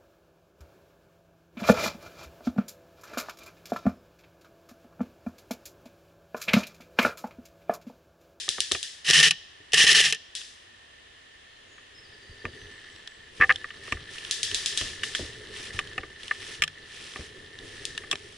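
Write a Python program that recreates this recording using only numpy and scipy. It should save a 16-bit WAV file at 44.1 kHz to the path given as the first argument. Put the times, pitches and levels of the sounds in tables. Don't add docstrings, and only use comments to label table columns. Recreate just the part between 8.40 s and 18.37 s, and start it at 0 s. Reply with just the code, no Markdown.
import sys
import numpy as np
from scipy import signal
from scipy.fft import rfft, irfft
from scipy.io import wavfile
from scipy.ndimage import uniform_filter1d

SR = 44100
rng = np.random.default_rng(int(sys.argv[2]) if len(sys.argv) > 2 else 0)


def transcribe(signal):
    frames = np.atleast_2d(signal).T
    limited = np.clip(frames, -1, 1)
    pcm = np.round(limited * 32767).astype(np.int16)
    wavfile.write(sys.argv[1], SR, pcm)


N = 439677
TIME = np.arange(N) / SR
HIT_TIME = np.arange(SR // 6) / SR


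# frequency in Hz, response in dB.
WOOD_SPECTRUM = [(15, -39), (25, -6), (86, -4.5), (178, -15), (225, -12), (358, -10), (954, -17),
                 (1030, -15.5), (1600, -14), (1770, -4), (2300, -13), (3050, -6), (4500, -16.5),
                 (10500, -31), (12000, -38), (15600, -93), (22000, -120)]
WOOD_DB = -53.5
# frequency in Hz, response in dB.
TREE_SPECTRUM = [(240, -32), (400, -17), (613, -38), (980, -36), (1480, -20.5), (1730, -4.5), (2210, -12.5),
                 (3380, 0.5), (4370, -4), (5260, -2), (5810, -5), (10600, -15.5), (11300, -25),
                 (12000, -60), (15600, -112), (22000, -120)]
# start in seconds, length in seconds, starting pitch in Hz, level in dB.
WHISTLES = [(3.08, 0.106, 4250, -66), (3.26, 0.156, 6880, -65.5), (3.535, 0.073, 5194, -56.5),
            (4.16, .1, 6180, -60), (4.294, 0.116, 7960, -68), (4.48, 0.152, 7900, -67),
            (4.66, .14, 7900, -67)]
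WHISTLE_SAG_HZ_PER_S = 2000
TRILL_S, TRILL_GAP_S, TRILL_NOTES = 3.642, .0875, 6
TRILL_NOTE_S, TRILL_FROM_HZ, TRILL_TO_HZ, TRILL_DB = 0.0246, 4970, 4425, -55

# time in seconds, cloth level in dB, straps rubbing on the case in dB.
MOTION = [(2.3, -76.5, -73), (3.05, -67.5, -66), (4.16, -59, -53.5), (4.5, -63.5, -52), (4.75, -68, -56),
          (4.99, -54, -59), (5.14, -59, -50.5), (5.8, -58.5, -50.5), (6.21, -57.5, -45.5), (7.08, -52, -49),
          (7.51, -52.5, -48.5), (7.68, -60.5, -54), (8.11, -52, -48.5), (8.26, -63, -53.5),
          (9.09, -57.5, -54), (9.24, -50.5, -52), (9.54, -54.5, -49), (9.97, -53, -62)]
STILL_DB = -63
# frequency in Hz, response in dB.
LEAF_SPECTRUM = [(900, -10.5), (1300, -2.5), (2200, -10.5), (3000, 3.5), (4200, -1), (5600, -9.5),
                 (7500, -29), (11000, -42.5)]
# frequency in Hz, response in dB.
CRISP_SPECTRUM = [(3000, -20.5), (5500, 6), (7000, 0), (9000, 0), (11000, -11.5)]
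# frequency in Hz, response in dB.
CLOTH_SPECTRUM = [(25, -1.5), (50, -7.5), (90, 3.5), (200, -8), (300, -5.5), (420, 2), (600, -15.5),
                  (900, -24.5), (1500, -28.5)]
FOLDS_PER_S, FOLD_DB = 22, 2.5
# start in seconds, length in seconds, level in dB.
SWEEPS = [(4.905, 0.301, -48.5), (5.402, 0.18, -46), (5.654, 0.33, -42), (5.98, 0.68, -42),
          (6.583, 0.35, -42.5), (7.102, 0.23, -40), (7.313, 0.1124, -42), (7.76, 0.25, -46),
          (7.943, 0.2833, -41.5), (8.411, 0.55, -44), (9.192, 0.34, -48.5), (9.64, 0.44, -51)]
# frequency in Hz, response in dB.
SWEEP_SPECTRUM = [(1200, -23), (2000, 5.5), (3200, 6), (4400, -0.5), (5500, 1.5), (7000, -10), (11000, -11)]
# start in seconds, level in dB, pack bump in dB relative to it.
STEPS = [(1.2, -60, 7), (3.888, -43, -15), (4.044, -37.5, 2.5), (4.221, -44, -18.5), (4.997, -31.5, -5.5),
         (5.523, -33, -5), (6.119, -45, 2), (6.41, -35, -3.5), (6.793, -33.5, 0.5), (7.341, -34.5, -18),
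         (7.589, -39, -4), (8.19, -43, -7.5), (8.788, -38, -1), (9.469, -44, -13)]
TOE_S, TOE_DB = 0.088, -12
SWAY_HZ, SWAY_DB = 29, -6.5

# start in seconds, level in dB, ring of the loose part in Hz, hardness in dB, weight in dB.
KNOCKS = [(0.08, -33, 3500, -6, -5.5), (0.1816, -30, 3100, -10, -8.5), (0.3142, -28, 4050, 2.5, -2.5),
          (0.3486, -26.5, 2520, 0, -9.5), (3.38, -44, 2600, -12, -16), (4.0524, -23.5, 2560, -5.5, -15),
          (5.001, -24, 2450, -14, -13), (5.243, -23.5, 2400, -32.5, -26), (5.3048, -32.5, 2850, -5.5, -42),
          (5.4782, -35, 2740, -7, -8.5), (5.5224, -19.5, 2450, -1, -12), (5.5705, -32, 2610, -20, -37),
          (6.4123, -30.5, 3120, 3, -9.5), (6.634, -20.5, 2960, -2.5, -44), (6.7495, -22, 3206, 1, -45.5),
          (7.3901, -16.5, 2680, -2.5, -24.5), (7.5793, -23, 2560, -3, -11.5), (7.633, -33, 3540, -32, -8),
          (7.9108, -14, 2300, -29.5, -31), (8.2208, -18.5, 2350, 3, -26), (8.2371, -22, 2820, 3.5, -32),
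          (8.759, -28.5, 2550, -10, -13), (9.6353, -38, 3450, -12.5, -12), (9.7126, -26, 3340, 5, -23),
          (9.7275, -25.5, 2540, 1, -6.5)]
KNOCK_T60_S = 0.031
# frequency in Hz, width in Hz, gain in dB.
CASE_MODES = [(1650, 41, -52), (1781, 108, 17), (1940, 77, -8), (2590, 68, -6)]
# frequency in Hz, width in Hz, gain in dB.
LOW_CASE_MODES = [(512, 24, -1), (777, 26, -5.5), (1197, 77, 7)]
LOW_RING_DB, LOW_RING_PER_WEIGHT = -4.5, 0.29
# frequency in Hz, response in dB.
TICK_SPECTRUM = [(1500, -22), (3000, 4.5), (4200, -4), (4800, -14), (5400, 1), (6400, -13), (7300, -3),
                 (8800, -17), (11000, -14.5)]
TICK_DB, TICK_PER_HARDNESS = -7.5, 2.75
# frequency in Hz, response in dB.
THUD_SPECTRUM = [(25, -37), (70, 10), (150, -6), (260, -8), (400, 0.5), (560, -8), (750, -5.5),
                 (1200, -36.5)]
# start in seconds, length in seconds, time between bounces
# in seconds, level of each bounce in dB, hardness in dB.
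CHATTERS = [(5.011, .015, .005, -9.5, -18.5), (5.033, .009, 0.0054, -10, -21),
            (5.0938, .02, .0075, -8, -14)]
BOUNCE_SCATTER_DB, CHATTER_HZ, CHATTER_WEIGHT_DB = 1.5, 2470, -33.5
# start in seconds, level in dB.
SNAPS = [(0.437, -36), (2.015, -36.5), (4.6746, -33), (5.1227, -27), (5.159, -25), (5.7828, -32),
         (5.8493, -31), (6.114, -25.5), (6.3262, -32), (7.8324, -33.5), (7.8802, -32.5), (8.278, -28),
         (9.188, -36.5), (9.5773, -24.5), (9.7556, -29)]
SNAP_HZ, SNAP_SCATTER = 2760, 0.18
JOSTLES_PER_S, JOSTLE_FROM_DB = 5, -54
JOSTLE_DB, JOSTLE_SCATTER_DB = 7.5, 4

# start in seconds, number of shots, crack in dB, tree echo in dB.
VOLLEYS = [(-.0301, 4, -14, -31), (0.4294, 1, -24, -35.5), (1.952, 1, -27.5, -35), (5.911, 5, -17.5, -29),
           (6.631, 2, -52.5, -35), (9.4532, 1, -22.5, -42.5), (9.5777, 1, -31.5, -55)]
# frequency in Hz, response in dB.
CRACK_SPECTRUM = [(290, -46), (500, -25), (1170, -28), (3010, 7.5), (3820, 10.5), (4610, 2), (5260, 4.5),
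                  (9200, 1.5), (10900, -10), (12000, -60), (15600, -108), (22000, -120)]
CYCLE_S, SPIN_UP_S = .1146, .0055

# gears take up the spring in seconds, piston is let go in seconds,
# whirr at the start in dB, whirr at the end in dB.
WINDINGS = [(0.645, 0.693, -35.5, -19.5), (0.732, 0.803, -15, -16), (0.828, 0.884, -12.5, -19),
            (1.374, 1.433, -16, -15), (1.467, 1.518, -16.5, -15), (1.548, 1.606, -14.5, -18),
            (1.623, 1.659, -34, -16.5), (1.669, 1.707, -29, -26.5)]
# motor at speed in seconds, motor stops in seconds, spring hum in dB.
BURSTS = [(0.677, 0.865, -38), (1.328, 1.677, -48.5)]
SPRING_HZ = 154
# start in seconds, level in dB.
SLAMS = [(0.7003, -11.5), (0.801, -14.5), (1.3339, -13.5), (1.4385, -15), (1.5205, -16.5), (1.6029, -15.5)]
SLAM_THUMP_DB, REBOUND_S, REBOUND_DB = -16, .0085, 0.5
# start in seconds, level in dB.
LATCHES = [(0.9087, -12.5), (1.3207, -30.5), (1.725, -14.5), (1.747, -28.5)]
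# frequency in Hz, response in dB.
GEARBOX_SPECTRUM = [(60, -20.5), (200, -18.5), (560, -32), (830, -13), (950, -70), (1150, -9.5),
                    (1550, -33), (1800, 9), (2200, -6), (2900, 5), (4500, -6.5), (5400, 0), (6800, -9.5),
                    (11300, -14.5)]
# frequency in Hz, width in Hz, gain in dB.
RIFLE_MODES = [(440, 50, 5), (1180, 130, -36), (1790.2, 22.8, 8), (1826, 27, 14.5), (2750, 115, -1),
               (2991, 250, 9.5), (3230, 142, -9), (3950, 200, 2), (4960, 3200, -2)]
RIFLE_BUMP_S, RIFLE_BUMP_DB = 8.222, -46.5

# frequency in Hz, side gain in dB.
WIDTH_SPECTRUM = [(200, 1.5), (600, 6.5), (1200, 8), (1550, -1), (1800, -8.5), (2300, -0.5), (5000, -.5),
                  (9000, 4.5)]
TOP_HZ = 11080


def undb(db):
    return np.exp(np.asarray(db) * np.log(10) / 20)


def level(x, db=0):
    return x * undb(db) / np.sqrt(np.mean(x ** 2))


def peak(x, db):
    power = uniform_filter1d(np.mean(x ** 2, axis=0), size=88, mode="constant")
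    return x * undb(db) / np.sqrt(power.max())


def add(out, s, x):
    i = int(round(s * SR))
    a, b = max(i, 0), min(i + x.shape[1], N)
    if b > a:
        out[:, a:b] += x[:, a - i:b - i]


def noise(n, side_db, spread_db=0):
    mid, side = rng.standard_normal((2, n))
    side = signal.sosfilt(signal.butter(1, 400, "high", fs=SR, output="sos"), side)
    grain = np.minimum(rng.exponential(size=n // 16 + 1), 4)
    size = undb(spread_db * np.repeat(grain, 16)[:n])
    return level(size * (mid + undb(side_db) * np.array([side, -side])))


def colour(x, spectrum):
    hz, db = np.transpose(spectrum)
    size = 4096
    bins_hz = np.arange(size // 2 + 1) * SR / size
    response_db = np.interp(np.log(bins_hz + 1), np.log(hz), db)
    cepstrum = irfft(np.log(undb(response_db)))
    cepstrum[1:size // 2] *= 2
    cepstrum[size // 2 + 1:] = 0
    impulse = irfft(np.exp(rfft(cepstrum)))
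    return signal.oaconvolve(x, impulse[None], axes=1)[:, :x.shape[1]]


def band(x, hz, width):
    return signal.lfilter(*signal.iirpeak(hz, hz / width, fs=SR), x)


def ring(x, modes):
    return sum(undb(db) * band(x, hz, width) for hz, width, db in modes)


def fade(t, t60):
    return np.exp(-np.log(1000) * t / t60)


def contact(t60, side_db, click=0):
    push = noise(len(HIT_TIME), side_db) * fade(HIT_TIME, t60)
    push[:, 0] += click
    return push


def trees(t60):
    n = int(SR * min(t60, 1))
    return level(colour(noise(n, side_db=-5), TREE_SPECTRUM)) * fade(TIME[:n], t60)


def echo(x, t60, wet_db):
    wash = trees(t60)
    impulse = wash / np.sqrt(np.sum(wash ** 2) / 2)
    return x + undb(wet_db) * signal.fftconvolve(x, impulse, axes=1)[:, :N]


def woodland_air():
    hiss = level(colour(noise(N, side_db=-1), WOOD_SPECTRUM), WOOD_DB)
    case_ring = level(band(noise(N, side_db=-1), 1796, 71), -59)
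    return hiss + case_ring


def bird_note(length, start_hz, end_hz, db):
    n = int(length * SR)
    phase = 2 * np.pi * np.cumsum(np.linspace(start_hz, end_hz, n)) / SR
    note = np.sin(phase) * signal.windows.tukey(n, .6)
    return undb(db) * np.array([note, note])


def birds():
    song = np.zeros((2, N))
    for s, length, hz, db in WHISTLES:
        add(song, s, bird_note(length, hz, hz - WHISTLE_SAG_HZ_PER_S * length, db))
    for k in range(TRILL_NOTES):
        note = bird_note(TRILL_NOTE_S, TRILL_FROM_HZ, TRILL_TO_HZ, TRILL_DB)
        add(song, TRILL_S + k * TRILL_GAP_S, note)
    return echo(song, t60=1.1, wet_db=-4)


def folds():
    hold = SR // FOLDS_PER_S
    steps = np.repeat(rng.standard_normal(N // hold + 1), hold)[:N]
    return undb(FOLD_DB * uniform_filter1d(steps, size=hold))


def motion_noise():
    times, cloth_db, rub_db = np.transpose(MOTION)
    cloth = undb(np.interp(TIME, times, cloth_db))
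    rub = undb(np.interp(TIME, times, rub_db))
    moving = rub ** 2 / (rub ** 2 + undb(STILL_DB) ** 2)
    leaves = level(colour(noise(N, side_db=-6, spread_db=4.5), LEAF_SPECTRUM), -0.86)
    crisp = level(colour(noise(N, side_db=-5, spread_db=4.5), CRISP_SPECTRUM), -11.5)
    shifting = level(colour(noise(N, side_db=-11.5, spread_db=2.5), CLOTH_SPECTRUM), 3.8)
    grains = noise(N, side_db=-32.5, spread_db=5.5)
    straps = level(band(band(grains, 1762.7, 80), 2016, 382), 1.6)
    return moving * (rub * (leaves + crisp + straps) + cloth * folds() * shifting)


def sweeps():
    swell = np.zeros((2, N))
    for s, length, db in SWEEPS:
        add(swell, s, undb(db) * signal.windows.tukey(int(length * SR), .6)[None])
    fine = noise(N, side_db=-6.5, spread_db=3.0)
    coarse = noise(N, side_db=-5, spread_db=4.5)
    crackle = level(colour(fine, SWEEP_SPECTRUM), -3.6)
    crackle += level(colour(coarse, LEAF_SPECTRUM), -5.5)
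    crackle += level(colour(coarse, CRISP_SPECTRUM), -8)
    return swell * crackle


def footfalls():
    out = np.zeros((2, N))
    for s, db, bump_db in STEPS:
        for lag, size_db in [(0, 0), (TOE_S, TOE_DB)]:
            thud = band(band(contact(t60=0.18, side_db=-47), 82, 55), 72, 126)
            add(out, s + lag, peak(thud, db + size_db))
        sway = band(band(contact(t60=0.098, side_db=-46), SWAY_HZ, 25), SWAY_HZ, 25)
        add(out, s, peak(sway, db + SWAY_DB))
        pack = band(band(contact(t60=0.2, side_db=-16.5), 293, 140), 420, 270)
        add(out, s, peak(pack, db + bump_db))
    return out


def knock(db, hz, hard_db, weight_db):
    push = contact(KNOCK_T60_S, side_db=-18, click=7)
    rattle = contact(KNOCK_T60_S, side_db=-10, click=7)
    case = ring(band(band(push, 2284, 667), 1310, 1180), CASE_MODES)
    low_case = ring(band(band(push, 1018, 1190), 1046, 1600), LOW_CASE_MODES)
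    part = band(band(rattle, hz, 510), hz, 796)
    thud = band(colour(contact(t60=0.067, side_db=-13, click=3.06), THUD_SPECTRUM), 380, 900)
    tick = colour(contact(t60=0.029, side_db=3, click=1), TICK_SPECTRUM)
    return (peak(case, db - 3)
            + peak(low_case, db + LOW_RING_DB + LOW_RING_PER_WEIGHT * weight_db)
            + peak(part, db + hard_db)
            + peak(thud, db + weight_db)
            + peak(tick, db + TICK_DB + TICK_PER_HARDNESS * hard_db))


def snap(db):
    hz = SNAP_HZ * np.exp(SNAP_SCATTER * rng.standard_normal())
    push = contact(t60=0.0157, side_db=-5.5, click=1)
    click = band(colour(push, TICK_SPECTRUM), hz, 1370) + band(push, hz, 324)
    return peak(click + 0.27 * ring(push, CASE_MODES), db)


def jostles():
    out = np.zeros((2, N))
    times, _, rub_db = np.transpose(MOTION)
    gap = 1 / JOSTLES_PER_S
    for slot in np.arange(times[0], times[-1] - gap, gap):
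        s = slot + gap * rng.random()
        motion_db = np.interp(s, times, rub_db)
        if motion_db > JOSTLE_FROM_DB:
            add(out, s, snap(motion_db + JOSTLE_DB + JOSTLE_SCATTER_DB * rng.standard_normal()))
    return out


def gear():
    out = jostles()
    for s, db, hz, hard_db, weight_db in KNOCKS:
        add(out, s, knock(db, hz, hard_db, weight_db))
    for s, db in SNAPS:
        add(out, s, snap(db))
    for start, length, gap, db, hard_db in CHATTERS:
        for s in np.arange(start, start + length, gap):
            bounce_db = db + BOUNCE_SCATTER_DB * rng.standard_normal()
            add(out, s, knock(bounce_db, CHATTER_HZ, hard_db, CHATTER_WEIGHT_DB))
    return out


def other_rifle():
    out = np.zeros((2, N))
    for start, count, db, echo_db in VOLLEYS:
        for k in range(count):
            s = start + k * CYCLE_S + SPIN_UP_S * (k > 0)
            crack = colour(contact(t60=0.018, side_db=-2, click=10.5), CRACK_SPECTRUM)
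            add(out, s, peak(crack, db))
            add(out, s + 0.0039, trees(t60=0.2) * undb(echo_db - 0.5))
            add(out, s + 0.0015, trees(t60=0.65) * undb(echo_db - 1.5))
    return out * undb(np.array([[1.1], [-1.1]]))


def gear_whirr(t):
    n = len(t)
    load = np.zeros(n)
    for start, release, start_db, end_db in WINDINGS:
        winding = undb(np.interp(t, [start, release], [start_db, end_db])) * (t >= start)
        load = np.maximum(load, winding * fade(np.maximum(t - release, 0), t60=.065))
    throb = 1 + .4 * np.sin(2 * np.pi * 300 * t)
    teeth = throb * noise(n, side_db=-8, spread_db=2.2)
    whirr = level(colour(teeth, GEARBOX_SPECTRUM), -1.7)
    shell = ring(band(throb * noise(n, side_db=-16), 2530, 4800), RIFLE_MODES)
    return load * (whirr + level(shell, -4))


def motor_and_spring(t):
    n = len(t)
    out = np.zeros((2, n))
    motor = level(band(band(noise(n, side_db=-46), 1770, 170), 1950, 357), -29.5)
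    motor += level(colour(noise(n, side_db=-15), GEARBOX_SPECTRUM), -23.5)
    hum = level(band(band(noise(n, side_db=-18), SPRING_HZ, 22), SPRING_HZ, 40))
    for start, stop, hum_db in BURSTS:
        out += motor * np.interp(t, [start, start + .01, stop, stop + .02], [0, 1, 1, 0])
        out += hum * undb(hum_db) * np.interp(t, [start, start + .03, stop, stop + .1], [0, 1, 1, 0])
    return out


def gearbox_blow(db):
    push = contact(t60=.022, side_db=-8.5, click=2.5)
    return peak(colour(push, GEARBOX_SPECTRUM) + 0.24 * ring(push, RIFLE_MODES), db)


def rifle_blows():
    out = np.zeros((2, N))
    for s, db in SLAMS:
        add(out, s, gearbox_blow(db))
        add(out, s + REBOUND_S, gearbox_blow(db + REBOUND_DB))
        thump = band(colour(contact(t60=0.025, side_db=-15, click=6.3), THUD_SPECTRUM), 574, 1040)
        add(out, s, peak(thump, db + SLAM_THUMP_DB))
    for s, db in LATCHES:
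        add(out, s, gearbox_blow(db))
    for s, db in SLAMS + LATCHES:
        shell = ring(band(contact(t60=0.07, side_db=-22), 2140, 1300), RIFLE_MODES)
        add(out, s + 0.0023, peak(shell, db - 9.5))
    bump = band(contact(t60=.005, side_db=-18, click=20), SPRING_HZ, 5)
    add(out, RIFLE_BUMP_S, peak(bump, RIFLE_BUMP_DB))
    return out


def own_rifle():
    t = TIME[TIME < WINDINGS[-1][1] + .5]
    out = rifle_blows()
    add(out, 0, gear_whirr(t) + motor_and_spring(t))
    return echo(out, t60=0.74, wet_db=-28) * undb(np.array([[.4], [-.4]]))


def scene():
    background = woodland_air() + birds()
    walking = motion_noise() + sweeps() + footfalls()
    return background + walking + gear() + other_rifle() + own_rifle()


def record(dry):
    side = colour((dry[:1] - dry[1:]) / 2, WIDTH_SPECTRUM)
    heard = dry.mean(axis=0) + np.vstack([side, -side])
    rounded = np.tanh(0.88 * heard) / 0.89
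    return signal.sosfilt(signal.ellip(10, .2, 70, TOP_HZ, fs=SR, output="sos"), rounded)


dry = scene()
out = record(dry)
transcribe(out)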